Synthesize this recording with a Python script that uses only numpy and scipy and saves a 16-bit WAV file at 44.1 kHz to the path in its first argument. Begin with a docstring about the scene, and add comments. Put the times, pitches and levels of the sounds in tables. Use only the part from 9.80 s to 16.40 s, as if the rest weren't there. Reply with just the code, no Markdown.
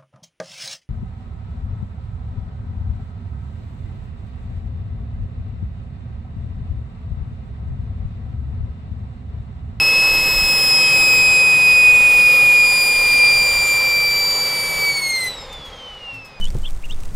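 """A small gas turbine built from a turbocharger runs in an open car park, over gusty wind rumble and a far murmur.
Its blades whine in a stack of sine tones that sags slowly, over coloured noise for the roar and hiss of air.
After five seconds the drive is eased and the pitch drops; then the air is shut off, the hiss falls away
and the whine winds down under air drag. Near the end come dry noise-burst scuffs and a soft knock of two
decaying sines, close by."""
import sys
import numpy as np
from scipy import signal
from scipy.fft import rfft, irfft, next_fast_len
from scipy.io import wavfile
from scipy.ndimage import uniform_filter1d

SR = 44100
rng = np.random.default_rng(int(sys.argv[2]) if len(sys.argv) > 2 else 0)


def to_wav(s):
    """Save 16-bit WAV."""
    ch = np.atleast_2d(s).T  # columns
    pcm = np.round(np.clip(ch, -1, 1) * 32767)  # PCM
    wavfile.write(sys.argv[1], SR, pcm.astype(np.int16))


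N = 291058   # length in samples

# Colour of the far murmur: (frequency [Hz], relative density [dB per Hz])
MURMUR_COLOUR = [(60, -14), (150, 2), (220, 1.5), (330, -14), (550, -8), (820, 4), (1100, -19), (1800, -10),
                 (3000, -25), (8000, -50)]
MURMUR_DB = -52.5

# Wind gusts: (time [s], lift [dB], width at half lift [s])
GUSTS = [(.3, 9.5, 0.35), (.6, 11.5, 0.3), (1.4, 9, 0.3), (2.15, 9.5, .2), (2.38, 10, 0.13), (2.8, 7, 0.23),
         (3.3, 11, 0.27), (3.58, 9, 0.089), (3.77, 12, 0.16), (4.2, 10, 0.54), (4.98, 13, .12),
         (5.7, 10.5, 0.59), (6.15, 3.5, .3)]
# Colour of the wind rumble: (frequency [Hz], relative density [dB per Hz])
WIND_COLOUR = [(12, -5.5), (25, 7.5), (50, -1), (80, -2), (130, -28), (250, -51)]
WIND_DB, WIND_SAG_DB_PER_S = -44, 1.55   # lull between gusts, at the start

# Dry scuffs: (time [s], level before the rise softens it [dB], rise time constant [s], decay by 60 dB [s])
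SCUFFS = [(5.727, -41.5, .001, .07), (5.845, -48, .008, .2), (6.146, -56, .001, .03),
          (6.332, -51, .004, .18), (6.445, -47, .004, 0.15)]
# Colour of the scuffs: (frequency [Hz], relative density [dB per Hz])
SCUFF_COLOUR = [(3000, -22), (5500, 0), (8000, -3), (12000, -5), (15500, -13)]
# Ringing tones of the knock: (frequency [Hz], level before the rise softens it [dB], decay by 60 dB [s])
KNOCK_TONES = [(109.7, -37.5, .6), (268, -42, 0.54)]
KNOCK_S, KNOCK_RISE_S = 6.325, 0.0099   # start, rise time constant

# Air through the engine, one row each for combustor rumble, duct roar, intake rush and jet hiss:
# (starting level [dB], sag [dB/s], loss when eased [dB], loss when shut [dB], fading after the shut-off [dB/s])
AIR_LEVELS = [(-38, 1.0, 2, 2.5, 6), (-31, .5, 5.5, 0, 8), (-29.5, 1, 4, 2, 9), (-34.5, 0.36, 7.5, 20, 14)]
# Colours of the four airs: (frequency [Hz], relative density [dB per Hz])
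RUMBLE_COLOUR = [(60, -7.5), (100, -1.5), (180, -3), (260, -3.5), (380, -4), (480, -17), (600, -54)]
ROAR_COLOUR = [(300, -35), (400, -7.5), (470, -6), (700, -9), (1100, -6.5), (1400, -9.5), (1700, -18.5),
               (2200, -50)]
RUSH_COLOUR = [(1100, -29), (1500, -8.5), (2000, -3.5), (2700, -5), (4000, -7.5), (5000, -11), (6200, -18),
               (7500, -23), (11000, -31), (16000, -52)]
HISS_COLOUR = [(3500, -17), (5000, 2), (6200, -3.5), (7500, 0.5), (9000, -1.5), (12000, -4), (15500, -10)]
# Duct resonances: (frequency [Hz], width at half lift [Hz], lift [dB])
DUCT_RESONANCES = [(131, 23, 8.5), (162.5, 12, 7.5), (221, 7.5, 2.5), (529, 124, 8), (798, 63, 7),
                   (997, 140, 5), (1288, 69, 6), (2140, 140, 3.5), (3530, 33, 5)]
# One swell of the rumble: (time [s], lift [dB], width at half lift [s])
RUMBLE_SWELL = (1.4, 3.5, 2.8)

# Rotor while driven: (time [s], blade passing rate [Hz])
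DRIVEN_SPEED = [(0, 2579.4), (.4, 2573.7), (.8, 2560.3), (1.2, 2538.9), (2, 2489.4), (2.8, 2438.6),
                (3.2, 2411.7), (3.6, 2387.7), (4.2, 2352.6), (5, 2299.3), (5.08, 2284.8), (5.16, 2242.6),
                (5.24, 2183.1), (5.4, 2073.5), (5.48, 2018.0)]
# Air drag after the last driven point: the rate falls as (1 + age / COAST_S) ** -COAST_POWER
COAST_S, COAST_POWER = 3.856, 1.952
EASE_S, EASE_FALL_S, AIR_EASE_FALL_S = 5.06, 0.055, 0.13   # drive eased: start, time constants of tones and air
SHUT_S, SHUT_FALL_S = 5.475, 0.08   # air shut off: start, time constant

# The four lowest orders swell and fade as direct sound and echoes add or cancel:
# (time [s], rms level before losses, dropouts and flutter [dB])
FIRST_LEVEL = [(0, -15), (.3, -15), (.55, -19), (.68, -18), (.9, -19), (1.1, -14), (1.21, -14), (1.6, -11),
               (1.78, -11.5), (2.1, -9), (2.3, -10.5), (2.78, -10.5), (3.04, -16.5), (3.2, -14.5),
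               (3.3, -14), (3.42, -11.5), (3.64, -16.5), (3.86, -17), (3.96, -16.5), (4.2, -17),
               (4.38, -21), (4.52, -28.5), (4.96, -22.5), (5.1, -16), (5.18, -22), (5.33, -23), (5.42, -25),
               (5.54, -24)]
SECOND_LEVEL = [(0, -20.5), (.4, -22), (.92, -15.5), (1.12, -20.5), (1.28, -19.4), (1.8, -27.7),
                (1.92, -23.5), (2.16, -34), (2.3, -37), (2.42, -28.5), (2.68, -29), (3.0, -19.5),
                (3.16, -24), (3.56, -19), (3.96, -24.5), (4.2, -21), (4.56, -18.5), (4.95, -28.5),
                (5.05, -24.5), (5.35, -21.5), (5.86, -23), (5.96, -27.5), (6.08, -23), (6.16, -27),
                (6.24, -25), (6.29, -17.5), (6.38, -23.5), (6.46, -29.5), (6.53, -38), (6.6, -33)]
THIRD_LEVEL = [(0.0, -36), (0.08, -37.0), (1.48, -27), (1.88, -35), (2.04, -32.3), (2.6, -39.5),
               (2.92, -30), (3.4, -38.5), (3.88, -27.5), (4.0, -36), (4.6, -31), (4.72, -39), (5.36, -30.5),
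               (5.48, -39)]
FOURTH_LEVEL = [(0, -38), (.4, -39.5), (.76, -30.5), (1.3, -33.5), (1.55, -31.5), (1.85, -33.5),
                (2.3, -32.5), (2.75, -36.5), (2.92, -30.5), (3.92, -34.5), (4.08, -44), (4.5, -43),
                (4.84, -34.5), (5.05, -37.5), (5.3, -31), (5.45, -35.5), (6.08, -42.5), (6.2, -52),
                (6.45, -32), (6.6, -36)]
HIGH_ORDERS_DB = (-39, -40, -53)   # fifth, sixth and seventh, before the same changes and slow fading
# Faint tones from uneven blades: (time [s], rms level before losses, flutter and patchiness [dB])
FIVE_QUARTERS_LEVEL = [(0, -60), (.9, -42), (1.15, -38.5), (1.3, -70)]
ELEVEN_QUARTERS_LEVEL = [(0, -56), (2.7, -57), (2.92, -46), (3.1, -57), (3.5, -48), (3.75, -55),
                         (3.88, -49), (4.1, -60), (5.52, -58), (5.63, -45), (5.7, -58), (5.85, -53),
                         (6.1, -83)]
# Pitch of each tone: (multiple of the blade rate)
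ORDERS = [1, 2, 3, 4, 5, 6, 7, 5 / 4, 11 / 4]
# Loss of each tone, negative for a lift: (loss when eased [dB], loss when shut [dB])
ORDER_LOSS = [(-1.5, 45), (0.5, 12), (1.5, 30), (0.5, 19), (7, 33), (6, 30), (4, 35), (1, -6), (0, -2)]
# Echoes cancel one order for a moment, most often while the pitch falls fast:
# (time [s], order, depth [dB], width at half depth [s])
DROPOUTS = [(.2, 6, 22, 0.22), (1.03, 5, 11, 0.15), (1.6, 5, 14, 0.25), (1.95, 6, 10, 0.48),
            (2.14, 2, 14, 0.027), (2.2, 5, 7, .15), (2.7, 2, 11, 0.048), (3.05, 6, 7, .3),
            (3.47, 6, 20, .06), (3.5, 5, 3, 0.25), (3.88, 2, 5, 0.042), (4.25, 3, 10, 0.064),
            (4.62, 6, 8, 0.18), (5.049, 3, 19, 0.011), (5.139, 1, 14, 0.029), (5.141, 3, 11, 0.0089),
            (5.206, 3, 21, .017), (5.211, 1, 8, .014), (5.213, 2, 14, 0.012), (5.287, 2, 11, .011),
            (5.322, 2, 10, 0.011), (5.29, 1, 5, 0.014), (5.332, 4, 9, 0.024), (5.396, 2, 12, 0.016),
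            (5.396, 3, 19, .023), (5.456, 2, 13, 0.03), (5.5, 1, 15, 0.0099), (5.53, 2, 3, 0.023),
            (5.563, 2, 12, .01), (5.63, 2, 16, .01), (5.674, 2, 15, 0.052), (5.801, 2, 9, 0.017),
            (5.83, 4, 13, 0.021), (5.907, 2, 23, 0.014), (5.92, 4, 8, .02), (5.97, 2, 9, 0.016),
            (6.198, 2, 9, 0.011), (6.52, 4, 7.5, 0.018)]

# Stereo spread of all noise: (frequency [Hz], side level relative to mid [dB])
SIDE_SHARE = [(60, -64), (150, -26), (500, -32.5), (1200, -42), (2500, -52), (6000, -67), (9000, -20.5),
              (15000, -6)]
CUTOFF_HZ = 15750


def from_db(db):
    """Turn decibels into an amplitude factor."""
    return 10 ** (np.asarray(db) / 20)


def rms_one(x):
    """Scale to an rms of 1."""
    return x / np.sqrt(np.mean(x ** 2) + 1e-20)


def in_time(curve):
    """Draw straight lines between (time, value) points, one value per sample."""
    times, values = np.transpose(curve)
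    return np.interp(np.arange(N) / SR, times, values)


def at_hz(points, hz):
    """Read a spectrum curve, straight over log frequency."""
    point_hz, point_db = np.transpose(points)
    return np.interp(np.log(hz), np.log(point_hz), point_db)


def step(start, fall):
    """Settle from 0 towards 1 with the time constant fall."""
    return 1 - np.exp(-np.maximum(np.arange(N) / SR - start, 0) / fall)


def bump(s, width):
    """Bell of height 1 around s, with the given width at half height."""
    return 1 / (1 + (2 * (np.arange(N) / SR - s) / width) ** 2)


def drift(rate_hz):
    """Slow chance: noise at every 20th sample through a double one-pole low-pass; rms 1."""
    pole = np.exp(-2 * np.pi * rate_hz * 20 / SR)
    noise = rng.standard_normal(N // 20 + 4002)
    slow = signal.lfilter([1], [1, -2 * pole, pole * pole], noise)[4000:]   # drop the filter's start
    return np.interp(np.arange(N) / 20, np.arange(len(slow)), rms_one(slow))


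def coloured(spectrum, resonances=()):
    """Stereo noise of the given spectrum, its channels made from mid and side; rms 1."""
    size = next_fast_len(N)
    hz = np.maximum(np.arange(size // 2 + 1) * SR / size, 1)
    shape_db = at_hz(spectrum, hz)
    for centre_hz, width_hz, lift_db in resonances:
        shape_db = shape_db + lift_db / (1 + (2 * (hz - centre_hz) / width_hz) ** 2)
    mid, side = rfft(rng.standard_normal((2, size))) * from_db(shape_db)
    side = side * from_db(at_hz(SIDE_SHARE, hz))
    left_right = irfft(np.array([mid + side, mid - side]), size)[:, :N]
    return rms_one(left_right)


def murmur():
    """Far surroundings as one bed of coloured noise that wavers a little in level."""
    return from_db(MURMUR_DB + 1.7 * drift(2.5)) * coloured(MURMUR_COLOUR)


def wind(lumpy_db):
    """Low buffeting on the microphone: deep noise lifted by gusts, slightly lumpy, sagging slowly."""
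    level_db = WIND_DB - WIND_SAG_DB_PER_S * np.arange(N) / SR
    for s, lift_db, width in GUSTS:
        level_db = level_db + lift_db * bump(s, width)
    return from_db(level_db + lumpy_db * drift(5.1)) * coloured(WIND_COLOUR)


def scuffs():
    """Dry scrapes close by: short bright noise bursts, roughened by fast level changes."""
    t, envelope = np.arange(N) / SR, np.zeros(N)
    for s, level_db, rise, t60 in SCUFFS:
        age = np.maximum(t - s, 0)
        envelope += from_db(level_db - 60 * age / t60) * (1 - np.exp(-age / rise))
    grit = from_db(1.5 * drift(150))
    return envelope * grit * coloured(SCUFF_COLOUR)


def knock():
    """A soft hollow knock: two low sines start together and die away exponentially."""
    age, ringing = np.maximum(np.arange(N) / SR - KNOCK_S, 0), np.zeros(N)
    for hz, level_db, t60 in KNOCK_TONES:
        ringing += from_db(level_db - 60 * age / t60) * np.sin(2 * np.pi * hz * age)
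    return ringing * (1 - np.exp(-age / KNOCK_RISE_S))


def airflow(gust_db, patchy_db):
    """Turbulent air as rumble, roar, rush and hiss: shared slow gusts, each flickering on its own."""
    t, gust, out = np.arange(N) / SR, drift(0.7), 0
    eased, shut = step(EASE_S, AIR_EASE_FALL_S), step(SHUT_S, SHUT_FALL_S)
    since_shut = np.maximum(t - SHUT_S, 0)
    swell_s, swell_db, swell_width = RUMBLE_SWELL
    swells_db = (swell_db * bump(swell_s, swell_width), 0, 0, 0)   # only the rumble swells
    colours = (RUMBLE_COLOUR, ROAR_COLOUR, RUSH_COLOUR, HISS_COLOUR)
    for colour, lift_db, row in zip(colours, swells_db, AIR_LEVELS):
        start_db, sag_db, eased_db, shut_db, fading_db = row
        level_db = start_db + lift_db - sag_db * t
        level_db = level_db - eased_db * eased - shut_db * shut - fading_db * since_shut
        level_db = level_db + gust_db * gust + patchy_db * drift(8.3)
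        out = out + from_db(level_db) * coloured(colour, DUCT_RESONANCES)
    return out


def blade_rate():
    """Blade passing rate in Hz: the driven curve, then a coast-down under air drag."""
    coasting = np.maximum(np.arange(N) / SR - DRIVEN_SPEED[-1][0], 0)
    return in_time(DRIVEN_SPEED) * (1 + coasting / COAST_S) ** -COAST_POWER


def blades(flutter_db, wander_rad, beating_db, fading_db, patchy_db):
    """One sine per multiple of the blade rate; turbulence shakes level and phase, more at higher orders."""
    rate_hz = blade_rate()
    turns = np.cumsum(rate_hz) / SR   # blade passages so far
    # a falling tone beats against its own late echoes: the steeper the fall, the stronger, full at 700 Hz/s
    fall_hz_per_s = uniform_filter1d(-np.gradient(rate_hz) * SR, size=4000)
    falling = np.clip(fall_hz_per_s / 700, 0, 1)
    low = [in_time(curve) for curve in (FIRST_LEVEL, SECOND_LEVEL, THIRD_LEVEL, FOURTH_LEVEL)]
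    high = [db + fading_db * drift(2.8) for db in HIGH_ORDERS_DB]
    uneven = [in_time(curve) + patchy_db * drift(10.0)
              for curve in (FIVE_QUARTERS_LEVEL, ELEVEN_QUARTERS_LEVEL)]
    eased, shut = step(EASE_S, EASE_FALL_S), step(SHUT_S, SHUT_FALL_S)
    out = np.zeros(N)
    for order, level_db, (eased_db, shut_db) in zip(ORDERS, low + high + uneven, ORDER_LOSS):
        shake = np.sqrt(order)
        level_db = level_db - eased_db * eased - shut_db * shut
        for s, which, depth_db, width in DROPOUTS:
            if round(which) == order:
                level_db = level_db - depth_db * bump(s, width)
        flutter = shake * flutter_db * drift(15.6)
        beating = (order - 1) * beating_db * falling * drift(33)
        phase = 2 * np.pi * (order * turns + rng.random()) + wander_rad * shake * drift(21.0)
        out += np.sqrt(2) * from_db(level_db + flutter + beating) * np.sin(phase)   # sqrt(2): rms to peak
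    return out


def scene():
    """Layer the far murmur, wind, small close noises, air and whine."""
    background = murmur() + wind(lumpy_db=0.2)
    close_by = scuffs() + knock()
    air = airflow(gust_db=0.53, patchy_db=0.49)
    whine = blades(flutter_db=0.72, wander_rad=0.083, beating_db=0.94, fading_db=2.0, patchy_db=3.0)
    return background + close_by + air + whine


def record(dry):
    """Cut the top steeply with an elliptic low-pass: 0.5 dB ripple, 70 dB rejection."""
    return signal.sosfilt(signal.ellip(12, .5, 70, CUTOFF_HZ, fs=SR, output="sos"), dry)


dry = scene()
out = record(dry)
to_wav(out)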